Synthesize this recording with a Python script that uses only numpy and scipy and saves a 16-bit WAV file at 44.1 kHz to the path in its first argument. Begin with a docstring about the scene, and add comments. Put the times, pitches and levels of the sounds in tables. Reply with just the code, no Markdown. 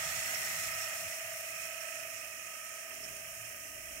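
"""A throbbing, whining note over a gritty roar: a plastic granulator running steadily.
Its rotor sings the note and three clusters of overtones, all pulsing once a turn.
The cutting chamber roars, and granules hiss and ping on the steel hopper, over a low rumble.
The two microphones start inside the hopper mouth and are drawn back out into the workshop,
with handling noise swelling near the end."""
import sys
import numpy as np
from scipy.fft import rfft, irfft, next_fast_len
from scipy.io import wavfile
from scipy.ndimage import map_coordinates

SR = 44100
rng = np.random.default_rng(int(sys.argv[2]) if len(sys.argv) > 2 else 0)


def persist_wave(psi):
    """Save psi, clipped to +-1, as 16-bit WAV."""
    counts = np.round(np.clip(psi, -1, 1) * 32767).astype(np.int16)
    wavfile.write(sys.argv[1], SR, np.atleast_2d(counts).T)


N = 176400

SHAFT_HZ, CUTS_PER_TURN = 27.355, 4
# Perspective of each noise band as the microphones pull back:
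# (time [s], roar left, right, hiss left, right, sizzle left, right [0 = inside, 1 = outside])
PULL_BACK = [(0, -0.078, -0.06, -0.13, -0.15, 0.32, -0.06), (0.3, 0.12, -0.07, -0.11, 0.013, -0.1, -0.05),
             (0.6, 0.31, -0.017, -0.0082, -0.029, -0.16, -0.12), (0.9, 0.21, 0.22, 0.26, 0.22, 0.13, 0.48),
             (1.2, 0.38, 0.37, 0.45, 0.64, 0.4, 0.63), (1.5, 0.62, 0.58, 0.55, 0.6, 0.58, 0.81),
             (1.85, 0.83, 0.48, 0.6, 0.64, 0.72, 1.1), (2.2, 0.78, 0.78, 0.87, 0.78, 0.93, 1),
             (2.6, 0.96, 0.79, 0.96, 0.99, 1.07, 1.2), (3.2, 0.53, 0.89, 0.94, 1, 1.05, 0.81),
             (3.6, 0.92, 0.94, 1.07, 1.27, 0.94, 0.95), (4, 0.88, 0.91, 1.21, 1.15, 1.2, 1.14)]


def amp(db):
    """Decibels to gain."""
    return 10 ** (np.asarray(db) / 20)


def unit(x):
    """Scale to rms 1."""
    return x / np.sqrt(np.mean(x ** 2) + 1e-20)


def along(points, hz):
    """Each column of a spectrum table, read on a log frequency axis."""
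    knots_hz, *columns = np.transpose(points)
    return np.array([np.interp(np.log(hz + 1), np.log(knots_hz + 1), c) for c in columns])


def seconds():
    """The time of every sample."""
    return np.arange(N) / SR


def curves(rows):
    """One envelope for each column after the time."""
    times, *columns = np.transpose(rows)
    return np.array([np.interp(seconds(), times, c) for c in columns])


def wobble(rate):
    """A smooth random curve, rate knots a second."""
    coarse_s = seconds()[::64]
    coarse = map_coordinates(rng.standard_normal(1024), [coarse_s * rate], mode="wrap")
    return np.interp(seconds(), coarse_s, coarse)


def filtered(x, response):
    """Equalise x with a gain given as a function of frequency."""
    size = next_fast_len(N + SR // 4)
    return irfft(rfft(x, size) * response(np.fft.rfftfreq(size, 1 / SR)), size)[..., :N]


def air_noise():
    """White stereo noise, narrow in the bass and wide in the treble."""
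    # Stereo image: (frequency [Hz], left-right correlation [-1 to 1])
    likeness = [(60, 0.54), (110, 0.81), (380, 0.6), (650, 0.65), (900, 0.24), (1300, -0.28), (2400, -0.19),
                (8000, 0.11)]

    def mid_side_gains(hz):
        width = np.arccos(np.clip(along(likeness, hz)[0], -1, 1)) / 2
        return np.array([np.cos(width), np.sin(width)])

    mid, side = filtered(rng.standard_normal((2, N)), mid_side_gains)
    return np.array([mid + side, mid - side])


def low_rumble():
    """A low rumble in three bands, with microphone handling noise swelling from about three seconds."""
    # Fader moves of the sub-bass, bass and low mids: (time [s], level [dB])
    sub_level = [(0, -76), (.8, -69), (1.3, -83), (2.2, -77), (2.85, -80), (3.02, -69), (3.6, -73),
                 (3.95, -62)]
    bass_level = [(0.0, -55.5), (0.19, -56), (0.2, -62), (0.78, -59), (0.8, -73), (1.08, -59), (1.18, -85),
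                  (1.28, -62), (1.48, -79), (1.57, -63), (1.84, -77), (2.0, -70), (2.97, -76), (3.05, -63),
                  (3.19, -71), (3.24, -63), (3.99, -70), (4.0, -65)]
    body_level = [(0, -72.5), (.3, -62.5), (.8, -68), (1.3, -72.5), (2.1, -70), (2.75, -72), (3, -63),
                  (3.15, -65), (3.3, -74), (3.55, -67.5), (3.8, -66.5), (4, -65.5)]
    # Tone colour of the same bands: (frequency [Hz], relative level [dB])
    sub_eq = [(12, -18), (25, 1), (50, -5), (70, 4), (110, -32)]
    bass_eq = [(30, -36), (55, -6), (75, 0.5), (110, 2.5), (135, -1), (170, -0.5), (220, -23), (400, -29.5)]
    body_eq = [(120, -13), (200, -2.5), (260, -0.5), (340, -4.5), (430, -1), (490, -23), (700, -30)]
    out = np.zeros((2, N))
    for level, eq in [(sub_level, sub_eq), (bass_level, bass_eq), (body_level, body_eq)]:
        band = unit(filtered(air_noise(), lambda hz: amp(along(eq, hz))))
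        out += amp(curves(level)) * band
    return out


def motor_hum():
    """The motor hums on three wavering partials, fading as the microphones pull back."""
    # Hum partials: (frequency [Hz], level halfway out [dB])
    partials = [(109.4, -76.5), (300, -87), (423, -86.5)]
    fall_db = 8  # from inside to outside
    hum = np.zeros(N)
    for hz, db in partials:
        hum += amp(db + 4.8 * wobble(7)) * np.sin(2 * np.pi * hz * seconds() + 0.17 * wobble(5.2))
    outside = curves(PULL_BACK)[:2]
    return np.sqrt(2) * hum * amp(fall_db * (0.5 - outside))


def hopper_pings():
    """Larger granules strike the steel wall, each ringing a close bunch of its modes, off to the right."""
    # Strikes: (time [s], level on the right before the envelope [dB], ring pitch [Hz])
    strikes = [(.178, -42, 5500), (.27, -40, 5520), (0.341, -31.5, 5500), (.732, -39, 5420),
               (.812, -36, 5600), (1.56, -44, 5500), (1.8, -42, 5500), (3.031, -42, 5420)]
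    rise_s, t60_s, width_hz, left_db = 0.0021, 0.15, 160, -18
    out = np.zeros((2, N))
    for start, db, ring_hz in strikes:
        age = np.maximum(seconds() - start, 0)
        noise = rng.standard_normal((2, N))
        ring = unit(filtered(noise, lambda hz: 1 / (1 + (2 * (hz - ring_hz) / width_hz) ** 2)))
        envelope = (1 - np.exp(-age / rise_s)) * np.exp(-np.log(1000) * age / t60_s)
        out += amp(db) * ring * envelope
    return out * amp([[left_db], [0]])


def granule_ticks(per_s=180, spread_db=11):
    """Small granules land at random: a separate scatter of clicks in each channel."""
    lands = rng.random((2, N)) < per_s / SR
    strength = amp(spread_db * np.minimum(rng.exponential(size=(2, N)), 4))
    return unit(lands * strength * rng.choice([-1, 1], (2, N)))


def hopper(x, lo_hz, hi_hz, outside, ripple_db):
    """One band of x through the hopper's resonances, its colour passing from inside to outside."""
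    # Grinding spectrum: (frequency [Hz], inside left, right, outside left, right [dB per Hz])
    grind_eq = [(428,-102,-102,-107,-105),(512,-90.5,-87,-95,-96.5),(607,-74.5,-78.5,-82.5,-78.5),(787,-81,-82.5,-99.5,-98.5),(1115,-95,-83,-97,-97),(1250,-88,-77.5,-91,-77.5),(1343,-81,-78,-99,-94),(1565,-79,-73.5,-105,-82),(1950,-79.5,-68,-94,-80),(2306,-86,-71.5,-102,-80),(2400,-78.5,-69,-99,-75),(3025,-89,-75.5,-100,-83),(3280,-75.5,-79.5,-98,-87),(3345,-89,-84,-99,-101),(4400,-85,-81.5,-99.5,-94.5),(4914,-93,-82,-101,-93),(5440,-82,-70,-97.5,-78),(6230,-82,-77,-102,-82),(6960,-81.5,-73,-97,-80.5),(8270,-77.5,-79.5,-85.5,-86.5),(9100,-77.5,-76.5,-81.5,-82),(9780,-80.5,-85.5,-86.5,-95.5),(12900,-80,-83.5,-85.5,-89.5),(15500,-83,-86,-90.5,-91)]
    mode_spacing_hz = 27.11
    size = next_fast_len(N + SR // 4)
    hz, spectrum = np.fft.rfftfreq(size, 1 / SR), rfft(x, size)
    inside_db, outside_db = np.split(along(grind_eq, hz), 2)
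    knots = rng.standard_normal((2, 4096))
    ripple = np.array([np.interp(hz / mode_spacing_hz, np.arange(len(k)), k) for k in knots])
    modes = unit(amp(ripple_db * ripple)) * (hz >= lo_hz) * (hz < hi_hz)
    out = np.zeros((2, N))
    for position in (-0.5, 0, 0.5, 1, 1.5):
        colour = amp(inside_db * (1 - position) + outside_db * position) * modes
        crossfade = np.maximum(0, 1 - 2 * np.abs(outside - position))
        out += crossfade * irfft(spectrum * colour, size)[:, :N]
    return np.sqrt(SR / 2) * out


def grinding():
    """The chamber roars in step with the cuts; flying granules hiss and sizzle above it."""
    roar_top_hz, hiss_top_hz = 3284, 9600
    roar_db, hiss_db, sizzle_db, tick_db = -0.5, -0.5, -1, -18
    cut_depth, turn_depth = 0.071, 0.051
    roar_outside, hiss_outside, sizzle_outside = curves(PULL_BACK).reshape(-1, 2, N)
    angle = 2 * np.pi * SHAFT_HZ * seconds()
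    cutting = air_noise() * (1 + cut_depth * np.cos(CUTS_PER_TURN * angle))
    cutting *= amp(0.51 * wobble(20) + 1.03 * wobble(220))  # flutter and roughness
    spray = air_noise() + amp(tick_db) * granule_ticks()
    spray *= (1 - turn_depth * np.cos(angle)) * amp(0.3 * wobble(72))
    roar = amp(roar_db) * hopper(cutting, 400, roar_top_hz, roar_outside, ripple_db=1.9)
    hiss_gain = amp(hiss_db + 0.93 * wobble(16))
    hiss = hiss_gain * hopper(spray, roar_top_hz, hiss_top_hz, hiss_outside, ripple_db=3.5)
    sizzle_gain = amp(sizzle_db + 0.67 * wobble(42))
    sizzle = sizzle_gain * hopper(spray, hiss_top_hz, SR / 2, sizzle_outside, ripple_db=1.3)
    return roar + hiss + sizzle


def rotor_whine():
    """Neighbouring shaft orders beat once a turn, so that every cluster of overtones throbs."""
    # Overtone clusters: (shaft order [cycles per turn], base level left [dB], right [dB])
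    low = [(44, -71, -74.5), (45, -71.5, -64), (46.3, -59.5, -71), (47, -68, -60), (48, -78, -58.5)]
    middle = [(67.1, -61.5, -56), (68.4, -58, -62), (68.42, -62, -56.5), (69.76, -57.5, -61.5),
              (70.4, -103, -67), (72, -79, -55.5), (74.6, -101, -66), (73.4, -54, -66)]
    high = [(87.5, -94, -62), (90.4, -73, -74), (90.55, -75, -56), (91, -62, -62.5), (92, -67, -57.5),
            (93.43, -67, -53), (94.6, -78, -59)]
    # Fader moves: (time [s], gain of low left, right, middle left, right, high left, right [dB])
    faders = [(0,4,8.5,1,7,-10,-0.5),(.45,6,3,4,-23,3,-5),(.85,5,4,1,-10,5.5,2.5),(1.3,-1,-1,-2,-10,4,-8),(1.6,-2.5,-3,-7,-8,2,2.5),(1.9,-7,0,-10,-12,-12,-0.5),(2.15,-13,0,-17,-2.5,-12,-1.5),(2.55,-2.5,-2.5,-16,-11,-15,-3.5),(2.9,-5,-5,-13,-5,-22,-9),(3.25,-9,-5.5,-26,-11,-26,-5.5),(3.6,-6.5,-16,-17,-3.5,-13,-14),(4,-10,-6,-16,-6,-14,-10)]
    # One value per cluster:
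    throb_at = [0.0221, .15, 0.535]  # place of the throb in the turn [turns]
    smear = [0.64, 1, 0.22]  # phase scatter among the overtones [rad]
    sweep = [0.75, 0.86, 0.053]  # phase curve that spreads the throb over the turn [rad per row squared]
    drift_per_s, waver_db = 0.71, 3.5
    turns, gains_db = SHAFT_HZ * seconds(), curves(faders).reshape(-1, 2, N)
    out = np.zeros((2, N))
    for c, cluster in enumerate([low, middle, high]):
        for row, (order, left_db, right_db) in enumerate(cluster):
            phase = 2 * np.pi * round(order) * (turns - throb_at[c])  # pitched on the nearest whole order
            phase += sweep[c] * (row - len(cluster) / 2) ** 2 + smear[c] * wobble(drift_per_s)
            stereo_phase = 0.0083 * order * wobble(drift_per_s)
            gain = amp([[left_db], [right_db]]) * amp(gains_db[c] + waver_db * wobble(2.66))
            out += gain * np.cos([phase + stereo_phase, phase - stereo_phase])
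    return np.sqrt(2) * out


def rotor_note():
    """The rotor's note swells and breaks off once in every turn, over a faint held tone."""
    # Fader moves: (time [s], level left [dB], level right [dB])
    level = [(0, -56, -51), (.25, -55, -52.5), (.5, -57.5, -56.5), (.8, -51.5, -52), (1.05, -51.5, -52.5),
             (1.33, -49.5, -52.5), (1.55, -53.5, -56.5), (1.85, -51.5, -51.5), (2.05, -52, -51.5),
             (2.3, -58.5, -60.5), (2.6, -60.5, -64.5), (2.85, -56, -56.5), (3.25, -56.5, -57.5),
             (3.55, -61, -66), (4, -58.5, -58)]
    cycles_per_turn, held_db = 23.78, -18
    start, length, attack, release = 0.9, 0.76, 0.33, 0.14  # in turns
    age = (SHAFT_HZ * seconds() - start) % 1
    ramp = np.clip(np.minimum(age / attack, (length - age) / release), 0, 1)
    drift = 0.19 * wobble(0.71) + 0.15 * np.array([wobble(1.37), wobble(1.27)])  # shared + per channel
    pulsed = np.sin(np.pi / 2 * ramp) * np.sin(2 * np.pi * cycles_per_turn * age + drift)
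    held = amp(held_db) * np.sin(2 * np.pi * round(cycles_per_turn) * age + drift)
    return amp(curves(level)) * unit(pulsed + held)


def scene():
    """The whole mix at the two microphones."""
    return rotor_note() + rotor_whine() + grinding() + hopper_pings() + low_rumble() + motor_hum()


def record(dry):
    """A brick-wall low-pass takes off the very top of the treble."""
    return filtered(dry, lambda hz: hz < 15800)


dry = scene()
out = record(dry)
persist_wave(out)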